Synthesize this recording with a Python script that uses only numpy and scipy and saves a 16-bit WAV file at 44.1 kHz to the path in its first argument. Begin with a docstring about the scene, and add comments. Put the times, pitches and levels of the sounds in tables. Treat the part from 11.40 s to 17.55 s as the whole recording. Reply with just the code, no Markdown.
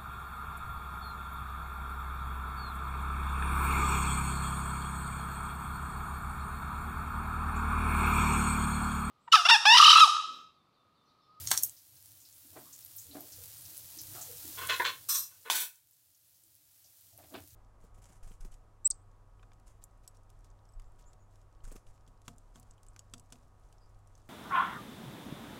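"""A small kitchen, just above the stove: a gas flame flutters under a pan of gravy, whose steam bubbles
sizzle, spit and plop. Hard lumps, perhaps rock salt, click as they drop from a hand; their jar is scraped
by its lid, knocked, shaken and set down on a worktop that takes a few dull bumps. Bubbles are puffs of
noise through a cavity; contacts are flurries of tiny impacts that ring a body. The hand-held camera
rumbles as it shifts, and a gain control ducks after each loud sound and creeps back."""
import sys
import numpy as np
from scipy import signal
from scipy.fft import rfft, irfft, next_fast_len
from scipy.io import wavfile
from scipy.ndimage import uniform_filter1d, map_coordinates

SR = 44100
rng = np.random.default_rng(int(sys.argv[2]) if len(sys.argv) > 2 else 0)


def dump(signal):
    """Clip the signal to [-1, 1] and save it as 16-bit WAV at the path in sys.argv[1]."""
    limited = np.clip(np.atleast_2d(signal).T, -1, 1)
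    pcm = np.round(limited * 32767).astype(np.int16)
    wavfile.write(sys.argv[1], SR, pcm)


N = 271215


def amp(db):
    """Decibels to gain."""
    return 10 ** (np.asarray(db) / 20)


def unit(x):
    """Scale to rms 1."""
    return x / np.sqrt(np.mean(np.abs(x) ** 2) + 1e-20)


def along(points, hz):
    """Read a curve of (frequency [Hz], value) points on a log-frequency axis."""
    freqs, values = np.transpose(points)
    return np.interp(np.log(hz + 1), np.log(freqs + 1), values)


def wobble(rate):
    """A smooth random modulator, rate knots a second."""
    knots = rng.standard_normal(int(N * rate / SR) + 4)
    return map_coordinates(knots, [np.arange(N) * rate / SR])


def envelope(rise, hold, t60):
    """Half a second of attack, hold and release, all set in seconds."""
    t = np.arange(SR // 2) / SR
    return np.minimum(t / rise, 1) * amp(-60 * np.maximum(t - rise - hold, 0) / t60)


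def grains(n, rate, spread_db):
    """Tiny random impulses of uneven size, about rate a second, at rms 1."""
    size = amp(spread_db * np.clip(rng.standard_normal(n), -3, 3))
    polarity = np.sign(rng.standard_normal(n))
    fires = rng.random(n) < rate / SR
    return unit(size * polarity * fires)


def filtered(x, response):
    """Filter x by a gain given as a function of frequency."""
    m = next_fast_len(len(x) + SR // 4)
    return irfft(rfft(x, m) * response(np.fft.rfftfreq(m, 1 / SR)), m)[:len(x)]


def coloured(x, eq):
    """Shape x with an EQ curve of (frequency [Hz], gain [dB]), at rms 1."""
    return unit(filtered(x, lambda hz: amp(along(eq, hz))))


def resonate(x, gain_db):
    """Send x through a minimum-phase EQ of unit power, which rings only after the blow."""
    m = 2 * len(x)
    magnitude = unit(amp(gain_db(np.fft.rfftfreq(m, 1 / SR))))
    cepstrum = irfft(np.log(magnitude + 1e-6))
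    fold = np.r_[1, np.full(m // 2 - 1, 2), np.zeros(m // 2)]  # onto positive time
    response = np.exp(rfft(cepstrum * fold))
    return irfft(rfft(x, m) * response)[:len(x)]


def add(track, s, sound):
    """Mix a sound into a track at s seconds."""
    part = track[round(s * SR):][:len(sound)]
    part += sound[:len(part)]


def shifted(cues, late, db, bass_db=0, treble_db=0):
    """The same contacts, offset in time [s], level, bass and treble."""
    return np.asarray(cues) + [late, db, bass_db, treble_db]


def contacts(cues, swell, eq, modes, rate, spread_db, ripple_db, detune=0):
    """Each contact is a flurry of tiny impacts that swells, dies away and rings a well-damped body."""
    track = np.zeros(N)
    for s, db, bass_db, treble_db in cues:
        # a heavy contact drives the low resonances, a glancing one the high
        tilt = [(1000, bass_db), (3200, bass_db / 2), (6200, 0), (13000, treble_db)]
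        # each spot that is touched favours its own set of minor modes
        minor_db = ripple_db * rng.uniform(-1, 1, size=190)
        minor_hz = np.linspace(0, SR / 2, len(minor_db))
        # a changing grip pulls the resonances up or down
        stretch = 1 + detune * rng.uniform(-1, 1)

        def colour_db(hz):
            pulled = hz * stretch
            peaks = sum(boost / (1 + (2 * (pulled - centre) / width) ** 2)
                        for centre, width, boost in modes)
            return along(eq, pulled) + peaks + along(tilt, hz) + np.interp(hz, minor_hz, minor_db)

        flurry = swell * grains(len(swell), rate, spread_db)
        add(track, s, amp(db) * resonate(flurry, colour_db))
    return track


# short decay of the room: (frequency [Hz], t60 [s])
ROOM_DECAY = [(200, .24), (2000, 0.14), (7000, 0.1), (15000, 0.16)]


def kitchen_reverb(x):
    """The room's tail, each frequency dying at its own speed."""
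    hz, t, noise = signal.stft(rng.standard_normal(SR // 2), SR, nperseg=256)
    decay = amp(-60 * t / along(ROOM_DECAY, hz)[:, None])
    tail = signal.istft(noise * decay, SR, nperseg=256)[1]
    tail *= np.arange(len(tail)) / SR > .005  # pre-delay
    return signal.fftconvolve(x, tail / np.linalg.norm(tail))[:N]


# low purr of the burner: (frequency [Hz], gain [dB])
FLAME_EQ = [(20, -34), (35, -12.5), (62, -6), (92, 8), (120, 3), (160, -3), (205, -17.5), (260, -11.5),
            (305, -3), (390, -23.5), (490, -20), (650, -20.5), (1200, -34.5)]


def gas_flame():
    """The flame flutters under the pan: a bed of low noise with a wavering level."""
    return amp(-59.5 + 2.1 * wobble(14)) * coloured(rng.standard_normal(N), FLAME_EQ)


# shifts of the hand: (time [s], hold [s], level [dB])
HAND_SHIFTS = [(0, .08, -48.5), (1.63, .04, -57), (1.89, .14, -55), (4.95, .02, -59), (5.72, .04, -48),
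               (5.82, .04, -51), (5.94, .09, -46), (6.085, .02, -47)]
# bassy handling noise: (frequency [Hz], gain [dB])
HANDLING_EQ = [(20, -33.5), (45, -12), (68, -12), (82, 11), (96, 7), (125, -4), (200, -21), (500, -42),
               (1500, -90)]


def handling_rumble():
    """The camera rumbles whenever the hand that holds it shifts."""
    motion = np.zeros(N)
    for s, hold, db in HAND_SHIFTS:
        add(motion, s, amp(db) * envelope(rise=.02, hold=hold, t60=.3))
    return motion * coloured(rng.standard_normal(N), HANDLING_EQ)


# the fizz bed and its bright crackle: (frequency [Hz], gain [dB])
FIZZ_EQ = [(290, -42.5), (500, -9.5), (545, -12), (958, -12), (1060, -14.5), (1420, -12.5), (2150, -13.5),
           (4060, -6.5), (10100, -3.5), (13700, -0.5), (15800, -2)]
CRACKLE_EQ = [(500, -24), (2500, -13), (5000, -5), (10000, -1), (15800, 0)]


def sizzle():
    """Countless steam bubbles burst along the hot rim: fine fizz with sparser crackle on top."""
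    fizz = amp(-44.1 + .7 * wobble(9)) * coloured(grains(N, rate=9000, spread_db=3), FIZZ_EQ)
    crackle = amp(-51.5 + 3 * wobble(21)) * coloured(grains(N, rate=240, spread_db=5), CRACKLE_EQ)
    return fizz + crackle


def burst(swell, db, pitch_hz, q):
    """A puff of noise coloured by a cavity of sharpness q, as when a bubble opens."""
    cavity_db = lambda hz: -20 * np.log10(1 + (q * (hz / pitch_hz - pitch_hz / (hz + 1))) ** 2)
    puff = amp(db) * swell * rng.standard_normal(len(swell))
    return resonate(puff, cavity_db)


# sharp spits and hissing jets: (time [s], level [dB], pitch [Hz])
RIM_SPITS = [(.2955, -27, 7500), (1.449, -27.5, 13000), (1.8075, -27.5, 13000), (2.378, -28, 10600),
             (2.6158, -27, 12500), (3.2713, -30, 8650), (4.357, -25.5, 7200), (4.51, -28, 12000),
             (5.153, -29.5, 12000), (5.611, -27.5, 13000), (5.777, -28, 12000)]
STEAM_JETS = [(.365, -45, 5600), (.8, -45, 6800), (.85, -45, 4850), (1.326, -39.5, 6800),
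              (1.562, -33, 14400), (1.58, -38, 7050), (1.71, -49, 4000), (1.92, -44, 5800),
              (2.585, -41, 5500), (2.81, -41, 6800), (5.44, -45, 5700)]
# low plops, and the hollow tone of the worktop bumps near 660 Hz: (time [s], level [dB], pitch [Hz])
PLOPS_AND_BUMP_TONES = [(1.035, -55, 285), (1.205, -51, 280), (1.245, -55, 1130), (1.68, -51, 300),
                        (1.76, -53, 650), (1.83, -58, 560), (1.97, -59, 500), (2.55, -58, 310),
                        (2.745, -53, 1280), (2.77, -51, 720), (2.875, -56, 490), (3.04, -55, 305),
                        (5.015, -59, 315), (5.435, -63.5, 660), (5.72, -55, 660), (5.775, -43, 667),
                        (5.912, -43, 600)]
STEAM_Q, LOW_Q = 2.6, 4  # sharpness of the resonance


def bubbles_and_bump_tones():
    """Single bubbles spit, let off steam or plop; the same low burst gives the bumps a hollow tone."""
    track = np.zeros(N)
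    spit = envelope(rise=.0001, hold=0, t60=.007)
    jet = envelope(rise=.002, hold=0, t60=.2)
    low = envelope(rise=.012, hold=.006, t60=.3)
    layers = (RIM_SPITS, spit, STEAM_Q), (STEAM_JETS, jet, STEAM_Q), (PLOPS_AND_BUMP_TONES, low, LOW_Q)
    for cues, swell, q in layers:
        for s, db, pitch_hz in cues:
            add(track, s, burst(swell, db, pitch_hz, q))
    # small bubbles at random: the longer the hiss, the softer it is
    for when, length, softness, pitch in rng.random(size=(44, 4)):
        hiss = envelope(rise=.001, hold=0, t60=.015 * 14 ** length)
        db = -37.5 - 11 * length - 5 * softness
        add(track, when * N / SR, burst(hiss, db, 5200 * 2.6 ** pitch, STEAM_Q))
    # a faint simmer of plops, spread over 1.1 octaves
    for when, softness, pitch in rng.random(size=(12, 3)):
        add(track, when * N / SR, burst(low, -62 - 5 * softness, 280 * 2 ** (1.1 * pitch), LOW_Q))
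    return track


# dull bumps: (time [s], level [dB], bass [dB])
WORKTOP_BUMPS = [(1.153, -36.5, 24), (1.742, -38, 29), (1.815, -52, 28), (2.738, -50, 10), (5.775, -45, 8),
                 (5.822, -45, 6), (5.935, -26.5, 8)]
# the worktop's boxy tone: (frequency [Hz], gain [dB])
WORKTOP_EQ = [(30, -34), (60, -17), (120, -15), (200, -14), (290, -1), (450, -11), (750, -11), (1000, -14),
              (1400, -12.5), (2200, -14), (3500, -13.5), (5000, -17), (6000, -43)]
# its resonances: (frequency [Hz], width [Hz], boost [dB])
WORKTOP_MODES = [(281, 110, 5), (690, 207, 7)]


def worktop_bumps():
    """Something soft touches the worktop, then settles with its full weight."""
    worktop = dict(eq=WORKTOP_EQ, modes=WORKTOP_MODES, rate=3500, spread_db=2.5, ripple_db=1.5)
    treble_db = -12
    blows = [(s, db, bass_db, treble_db) for s, db, bass_db in WORKTOP_BUMPS]
    touch_cues = shifted(blows, late=-.035, db=-15, bass_db=22)
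    touches = contacts(touch_cues, envelope(rise=.025, hold=0, t60=.16), **worktop)
    thuds = contacts(blows, envelope(rise=.012, hold=.006, t60=.18), **worktop)
    return touches + thuds


# strokes of the lid: (time [s], level [dB], bass [dB], treble [dB])
LID_STROKES = [(3.168, -41, 8, -10), (3.208, -41.5, 10, -10), (3.285, -28.7, -2, -4),
               (3.442, -26.3, -2.5, -7), (3.9, -54, 14, 0), (4.047, -32, 18, 8)]
# its midrange rasp: (frequency [Hz], gain [dB])
LID_EQ = [(150, -38), (300, -18), (450, -7), (750, -18), (1000, -5), (1500, -5), (2400, -7), (4200, -7),
          (4600, -15), (7600, -17.5), (8300, -28.5), (15000, -29)]
# its resonances: (frequency [Hz], width [Hz], boost [dB])
LID_MODES = [(1070, 120, 11), (1510, 150, 12), (1800, 110, 7), (2150, 140, 9), (2630, 130, 9),
             (3030, 120, 7), (3400, 200, 8.5), (4170, 180, 7.5)]


def lid_scrapes():
    """The lid rubs on the jar; each stroke ends in a lighter, brighter skid."""
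    lid = dict(eq=LID_EQ, modes=LID_MODES, rate=3600, spread_db=4, ripple_db=3.5, detune=.025)
    strokes = contacts(LID_STROKES, envelope(rise=.013, hold=.01, t60=.26), **lid)
    skid_cues = shifted(LID_STROKES, late=.042, db=-11, bass_db=-9, treble_db=3)
    skids = contacts(skid_cues, envelope(rise=.01, hold=.006, t60=.11), **lid)
    return strokes + skids


# lid against rim: (time [s], level [dB], bass [dB], treble [dB])
LID_KNOCK = (3.3976, -16.5, 3.5, -10)
# hollow tone of the jar's rim: (frequency [Hz], gain [dB])
RIM_EQ = [(150, -35), (400, -8.5), (750, -10), (1000, 8.5), (1250, -15), (1600, 2.5), (2100, -3),
          (2900, -20.5), (4100, -9.5), (4600, -27.5), (12000, -39)]
# its resonances: (frequency [Hz], width [Hz], boost [dB])
RIM_MODES = [(965, 130, 11), (1520, 90, 7), (1730, 70, 5), (2062, 110, 6)]


def lid_knock():
    """The lid knocks on the jar's rim and falls back on it once."""
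    rim = dict(eq=RIM_EQ, modes=RIM_MODES, rate=12000, spread_db=2, ripple_db=3)
    knock = contacts([LID_KNOCK], envelope(rise=.0004, hold=0, t60=.075), **rim)
    rebound_cue = shifted([LID_KNOCK], late=.02, db=-10, bass_db=-10)
    rebound = contacts(rebound_cue, envelope(rise=.002, hold=0, t60=.072), **rim)
    return knock + rebound


# one shake forth, one back: (time [s], level [dB], bass [dB], treble [dB])
JAR_SHAKES = [(3.686, -17.8, 4, 6), (3.741, -20.3, 0, 3)]
# bright rattle of salt on the jar's wall: (frequency [Hz], gain [dB])
RATTLE_EQ = [(300, -38), (800, -30), (1100, -10.5), (1700, -14), (2050, -21), (2400, -16), (3200, -16),
             (4000, -3), (4700, -11), (5600, -3), (7200, -5), (8800, -1.5), (10200, -14), (13000, -2),
             (15800, -11)]
# its resonances: (frequency [Hz], width [Hz], boost [dB])
RATTLE_MODES = [(1093, 170, 10), (1780, 100, 6), (3424, 70, 9), (4064, 70, 7), (5206, 110, 14),
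                (5728, 140, 15), (6130, 140, 10), (6821, 70, 9), (8000, 70, 6), (8425, 100, 8),
                (9065, 70, 5), (12760, 160, 7)]
RING_HZ, RING_DB = 2697, -50  # the jar's longest ring


def shaken_salt():
    """At each turn the salt hits the jar's wall, then slides along it; one wall mode sings on."""
    wall = dict(eq=RATTLE_EQ, modes=RATTLE_MODES, rate=9000, spread_db=1.5, ripple_db=3)
    hits = contacts(JAR_SHAKES, envelope(rise=.006, hold=.008, t60=.22), **wall)
    slide_cues = shifted(JAR_SHAKES, late=.024, db=-5.5, bass_db=-4, treble_db=1.5)
    slides = contacts(slide_cues, envelope(rise=.014, hold=.004, t60=.36), **wall)
    swell = envelope(rise=.01, hold=0, t60=.9)
    ring = amp(RING_DB) * swell * np.sin(2 * np.pi * RING_HZ * np.arange(len(swell)) / SR)
    track = hits + slides
    add(track, JAR_SHAKES[0][0], ring)
    return track


# the salt's first rattle as the jar lands: (time [s], level [dB], bass [dB], treble [dB])
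JAR_LANDING = (4.0998, -14.5, -.5, -2.5)
# hard clack of the jar: (frequency [Hz], gain [dB])
JAR_EQ = [(120, -68), (200, -32.5), (366, -13), (520, -18), (1020, -7.5), (1300, -11), (1700, -4),
          (2000, -6), (2400, 0), (2890, -6), (3400, 1), (4080, -3), (5200, -5), (6450, -3), (13700, -3.5),
          (15800, -5)]
# its resonances: (frequency [Hz], width [Hz], boost [dB])
JAR_MODES = [(940, 130, 8), (1490, 110, 12), (2590, 60, 6), (3080, 80, 8), (3483, 70, 5), (4264, 90, 5),
             (5846, 80, 9), (6094, 60, 5), (7838, 80, 7)]


def jar_landing():
    """The jar cracks down on the worktop; the salt hops, each time weaker and brighter."""
    jar = dict(eq=JAR_EQ, modes=JAR_MODES, rate=25000, spread_db=5.5, ripple_db=3)
    crack_cue = shifted([JAR_LANDING], late=0, db=10.5, bass_db=11, treble_db=-7)
    crack = contacts(crack_cue, envelope(rise=.0003, hold=0, t60=.016), **jar)
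    hop_cues = [shifted(JAR_LANDING, late=.049 * hop, db=-1.2 * hop, bass_db=-.7 * hop, treble_db=5 * hop)
                for hop in range(3)]
    hops = contacts(hop_cues, envelope(rise=.006, hold=.005, t60=.37), **jar)
    return crack + hops


# dropping lumps: (time [s], level [dB], bass [dB], treble [dB], hiss relative to the click [dB])
LUMP_CLICKS = [(.072, -28, -18, -13, -12), (.1138, -14.5, 3, 2, -17), (.175, -19.5, -23, -4, -23),
               (.2334, -13.5, -46, 13, -20)]
# brittle tone of a lump: (frequency [Hz], gain [dB])
LUMP_EQ = [(280, -14), (520, -25), (950, -2), (1750, -2.5), (2450, -10.5), (3300, -1), (4900, -8.5),
           (6500, -1.5), (9000, -6), (12000, -8.5), (14000, 0), (15800, -11.5)]
# its resonances: (frequency [Hz], width [Hz], boost [dB])
LUMP_MODES = [(1130, 200, 3), (4390, 260, 11), (5550, 380, 12), (6480, 350, 11), (7400, 250, 3.5),
              (8440, 330, 10), (8820, 250, 6), (10880, 380, 10)]


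def falling_lumps():
    """Every lump grazes its neighbour and strikes; a short splashy hiss follows each click."""
    lump = dict(eq=LUMP_EQ, modes=LUMP_MODES, rate=28000, spread_db=5.5, ripple_db=2)
    clicks = [row[:-1] for row in LUMP_CLICKS]
    graze_cues = shifted(clicks, late=-.008, db=-15, bass_db=-16, treble_db=4)
    hiss_cues = [shifted(click, late=.008, db=hiss_db) for *click, hiss_db in LUMP_CLICKS]
    grazes = contacts(graze_cues, envelope(rise=.0005, hold=0, t60=.035), **lump)
    strikes = contacts(clicks, envelope(rise=.0006, hold=.001, t60=.022), **lump)
    hisses = contacts(hiss_cues, envelope(rise=.002, hold=.006, t60=.16), **lump)
    return grazes + strikes + hisses


def scene():
    """Mono mix: salt, jar, bumps and bubbles feed the reverb; sizzle, flame and rumble stay dry."""
    salt_and_jar = falling_lumps() + lid_scrapes() + lid_knock() + shaken_salt() + jar_landing()
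    spot_effects = salt_and_jar + worktop_bumps() + bubbles_and_bump_tones()
    room = amp(-7.5) * kitchen_reverb(spot_effects)
    bed = sizzle() + gas_flame() + handling_rumble()
    return (spot_effects + room + bed)[None]


def gain_control(x, threshold_db, recovery_db_per_s, delay_s, ramp_s):
    """Peaks over the threshold duck the gain after a delay; it then creeps back."""
    t = np.arange(N) / SR
    level_db = 10 * np.log10(np.abs(uniform_filter1d(x ** 2, size=110)) + 1e-12)
    over_db = np.maximum(level_db - threshold_db, 0)
    recovery_db = recovery_db_per_s * t
    cut_db = np.maximum.accumulate(over_db + recovery_db) - recovery_db
    # the gain glides: a running mean over the ramp time
    lost = np.cumsum(1 - amp(-cut_db)) / SR
    duck = (np.interp(t - delay_s, t, lost) - np.interp(t - delay_s - ramp_s, t, lost)) / ramp_s
    return x * (1 - duck)


def record(dry):
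    """Master chain: automatic gain control, then a brick-wall low-pass."""
    ridden = gain_control(dry[0], threshold_db=-32, recovery_db_per_s=5.5, delay_s=.099, ramp_s=.12)
    return filtered(ridden, lambda hz: hz < 15900)[None]


dry = scene()
out = record(dry)
dump(out)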